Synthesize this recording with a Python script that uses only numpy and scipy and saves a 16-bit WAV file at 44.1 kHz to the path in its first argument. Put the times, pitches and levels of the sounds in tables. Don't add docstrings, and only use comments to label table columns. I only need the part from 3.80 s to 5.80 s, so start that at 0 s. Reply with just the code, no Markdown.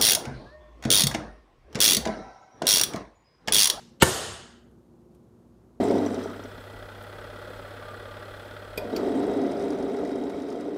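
import sys
import numpy as np
from scipy import signal
from scipy.fft import rfft, irfft
from scipy.io import wavfile
from scipy.ndimage import uniform_filter1d

SR = 44100
rng = np.random.default_rng(int(sys.argv[2]) if len(sys.argv) > 2 else 0)


def inscribe(sig):
    pcm = np.round(np.clip(np.atleast_2d(sig).T, -1, 1) * 32767)
    wavfile.write(sys.argv[1], SR, pcm.astype(np.int16))


N = 88200
T = np.arange(N) / SR


def undb(db):
    return 10 ** (np.asarray(db) / 20)


def read(table, hz):
    rows = np.array(table, float)
    return np.interp(np.log(np.maximum(hz, 1)), np.log(rows[:, 0]), rows[:, 1])


def noise(table, peaks=(), ripple_db=0):
    hz = np.fft.rfftfreq(N, 1 / SR)
    db = read(table, hz)
    for centre, width, gain in peaks:
        db = db + gain * np.exp(-((hz - centre) / width) ** 2)
    db = db - 18 * np.log2(np.maximum(hz / table[-1][0], 1))
    ripple_spacing_hz = 24.8
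    ripple = np.interp(hz / ripple_spacing_hz, np.arange(4000), rng.standard_normal(4000))
    spectrum = rfft(rng.standard_normal(N)) * undb(db + ripple_db * ripple)
    x = irfft(spectrum, N)
    return x / np.std(x)


def fade(start, t60, rise=0.0001):
    t = np.maximum(T - start, 0)
    return (1 - np.exp(-t / rise)) * undb(-60 * t / t60)


def bands(x, count=3):
    lowest_hz = 25
    hz, spectrum = np.fft.rfftfreq(N, 1 / SR), rfft(x)
    place = count * np.log2(np.maximum(hz, lowest_hz) / lowest_hz)
    for k in range(10 * count):
        weight = np.cos(np.pi / 2 * np.clip(place - k, -1, 1)) ** 2
        yield lowest_hz * 2 ** (k / count), irfft(spectrum * weight, N)


def walk(rate):
    k = int(SR / rate)
    steps = np.repeat(rng.standard_normal(N // k + 1), k)
    return 1.3 * uniform_filter1d(uniform_filter1d(steps, k), k)[:N]


BLOW_S = [
    .2222,
    .2258,
    .2292,
    .2316,
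    .2495,
    .2665,
]
# crack level/dB, body level/dB
BLOWS = [
    (-14, -4),
    (-14.5, -25.5),
    (-16.5, -26),
    (-13, -20),
    (-33, -21),
    (-26, -13.5),
]
# f/Hz, level/dB, t60/s
BODY = [(93.5, -7, 0.12), (143, 0, .09), (178, -8, .09), (335.7, -14.5, 0.24), (379.5, -4, 0.15),
        (518.3, -6, 0.11), (664.3, -13.5, 0.055), (924.4, -4.5, .07), (1060, -14, 0.095),
        (1415, -10, 0.089), (1510, -10, 0.091), (1792, -8, .09), (2221, -10.5, .08), (2986, -9.5, 0.023)]
# f/Hz, level/dB
CRACK = [(500, -13.5), (1200, -6), (2300, -9), (2900, 2.5), (5200, -10.5), (7900, -1), (11000, -8),
         (15600, -17)]


def landing():
    out, crack, rattle = np.zeros(N), noise(CRACK), noise(CRACK)
    low_lag_s, lag_from_hz = 0.002, 4000
    for start, (crack_db, body_db) in zip(BLOW_S, BLOWS):
        out += undb(crack_db) * crack * fade(start, 0.022, rise=0.00035)
        out += undb(crack_db - 12) * rattle * fade(start, 0.017)
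        for hz, db, t60 in BODY:
            at = start + low_lag_s * (np.sqrt(300 / hz) - np.sqrt(300 / lag_from_hz))
            tone = np.sin(2 * np.pi * hz * (T - at))
            out += undb(body_db + db) * tone * fade(at, t60, rise=0.25 / hz)
    return out


# f/Hz, level/dB, t60/s, delay t/s
SNAP = [(7780, -7.5, .01, 0), (12404, -13, 0.0074, 0), (2850, -8, .014, -.0004), (3270, -11, 0.007, 0),
        (1300, -10, .01, .0006), (10500, -15, .008, .0003)]


def snap():
    out = np.zeros(N)
    for hz, db, t60, lag in SNAP:
        tone = np.sin(2 * np.pi * hz * (T - BLOW_S[0]))
        out += undb(db) * tone * fade(BLOW_S[0] + lag, t60, rise=0.0003)
    return out


# f/Hz, level/dB
SURGE = [(100, 1), (600, -3.5), (1500, -12), (3000, -5), (5000, -12.5), (7800, -11.5), (8800, -36.5),
         (16000, -38)]
# f/Hz, width f/Hz, level/dB
SURGE_PEAKS = [(3100, 500, 7), (7700, 600, 9.5), (1480, 190, 3.5), (4300, 360, 11)]


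def surge():
    hit, start = BLOW_S[0], 0.2005
    level_db, swell_db_per_s = -18, 1500.5
    swell = undb(level_db + swell_db_per_s * np.minimum(T - hit, 0))
    swell = swell * (T > start) * (T < hit + 0.002)
    brush = undb(-45.5) * noise(CRACK) * fade(start, 0.018, rise=0.0011)
    return noise(SURGE, SURGE_PEAKS) * uniform_filter1d(swell, size=40) + brush


# f/Hz, level/dB
SLOSH = [(60, -8), (150, -2), (400, 0), (900, -3.5), (1800, -8), (2500, -20)]


def slosh():
    uneven_db = 2 * walk(150)
    return undb(-16.5 + uneven_db) * noise(SLOSH) * fade(BLOW_S[0], 0.2, rise=0.009)


# f/Hz, level/dB, t60/s
RING = [(84.6, -19, .24), (148, -17, .2), (370.2, -15, 0.28), (860, -21.5, .15), (1785, -24.5, .2)]


def ring():
    out = np.zeros(N)
    for hz, db, t60 in RING:
        out += undb(db) * np.sin(2 * np.pi * hz * T) * fade(0.238, t60, rise=0.012)
    return out


# f/Hz, t60/s
GARAGE_T60 = [(80, 0.95), (250, 0.58), (700, 0.62), (1800, 0.76), (3200, .72), (8500, 0.6), (15000, 0.36)]


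def echo(x, start, rise):
    out = 0
    for hz, band in bands(x, count=6):
        clumps_db = 1.34 * walk(70)
        env = fade(start, read(GARAGE_T60, hz), rise) * undb(clumps_db)
        power = (env * np.std(band)) ** 2
        knee_db = -89.5 + 3.5 * np.log2(hz / 1000)
        out = out + band * env * power / (power + undb(knee_db) ** 2 / 2)
    return out


# f/Hz, level/dB (per Hz)
GARAGE = [(35, -33.5), (60, -8.5), (283, -6), (675, -4), (2190, -11.5), (9170, -13), (15200, -22.5),
          (16000, -43)]
# f/Hz, width f/Hz, level/dB
GARAGE_PEAKS = [(2968, 380, 2.5), (6660, 280, 3.5), (2350, 380, -5.5), (5100, 120, 1), (730, 140, 3),
                (8200, 1400, 2), (5840, 250, -3.5), (403, 100, 4)]


def garage():
    return echo(undb(-10.5) * noise(GARAGE, GARAGE_PEAKS, ripple_db=2), BLOW_S[0], rise=0.027)


# f/Hz, level/dB
EARLIER = [(300, -23.5), (1000, -2), (2200, -6.5), (3500, -2.5), (5700, -3), (9600, -12.5), (13000, -14.5),
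           (16500, -30.5)]


def earlier_toss():
    return echo(undb(-55) * noise(EARLIER, ripple_db=2), 0, rise=1e-5)


TICK_S = [
    .912,
    .985,
    1.312,
    1.3465,
    1.59,
]
# level/dB, t60/s
TICKS = [
    (-70, 0.036),
    (-75, .04),
    (-81, 0.17),
    (-65.5, 0.058),
    (-77, .04),
]
# f/Hz, level/dB
TICK = [(1000, -6), (3000, 3), (4800, -4), (6800, 1.5), (9000, -1), (11800, 0), (15000, -7), (16500, -25)]


def ticks():
    envelope = np.zeros(N)
    for start, (db, t60) in zip(TICK_S, TICKS):
        envelope += undb(db) * fade(start, t60, rise=0.0012)
    return noise(TICK) * envelope


# f/Hz, level/dB
HUM = [(59.3, -66.5), (118.4, -68.5), (177.6, -70), (209.9, -74), (236.9, -63), (355.3, -70), (523, -79)]


def hum():
    out = np.zeros(N)
    for hz, db in HUM:
        level = undb(db + 3.5 + 2.5 * walk(9.9))
        pitch_hz = hz + 1.4 * walk(4.9) / 2
        out += level * np.sin(2 * np.pi * np.cumsum(pitch_hz) / SR)
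    return out


# f/Hz, level/dB (per Hz)
AIR = [(30, -45.5), (52, -9), (240, -7.5), (275, -14.5), (340, -6.5), (480, -17), (1300, -31), (2000, -44)]


def air():
    return undb(-56.5) * sum(band * undb(walk(9)) for hz, band in bands(noise(AIR)))


# f/Hz, level/dB (per Hz)
HISS = [(500, -8.5), (2000, 1), (4200, 1.5), (6600, -0.5), (9000, -1.5), (13000, -3.5), (15500, -10.5),
        (16500, -27.5)]


def hiss():
    return undb(-79.5) * noise(HISS, [(6600, 250, 2.5)])


def scene():
    bottle = landing() + snap() + surge() + slosh() + ring()
    room = garage() + earlier_toss()
    return (bottle + room + ticks() + hum() + air() + hiss())[None]


def band_limit(x):
    return signal.sosfilt(signal.butter(12, 16830, fs=SR, output="sos"), x)


def record(dry):
    t = np.maximum(T - 0.23146, 0)
    duck_db, duck_in_s, duck_out_s = -10.5, 0.009, 0.14
    duck = undb(duck_db * (1 - np.exp(-t / duck_in_s)) * np.exp(-(t / duck_out_s) ** 2 / 2))
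    bass_cut = signal.butter(4, 58, "high", fs=SR, output="sos")
    top_cut = signal.ellip(8, 0.3, 60, 16000, fs=SR, output="sos")
    x = signal.sosfilt(bass_cut, dry * duck)
    x = 1.2 * np.tanh(x / 1.2)
    x = signal.sosfilt(top_cut, x)
    return band_limit(x)


dry = scene()
out = record(dry)
inscribe(out)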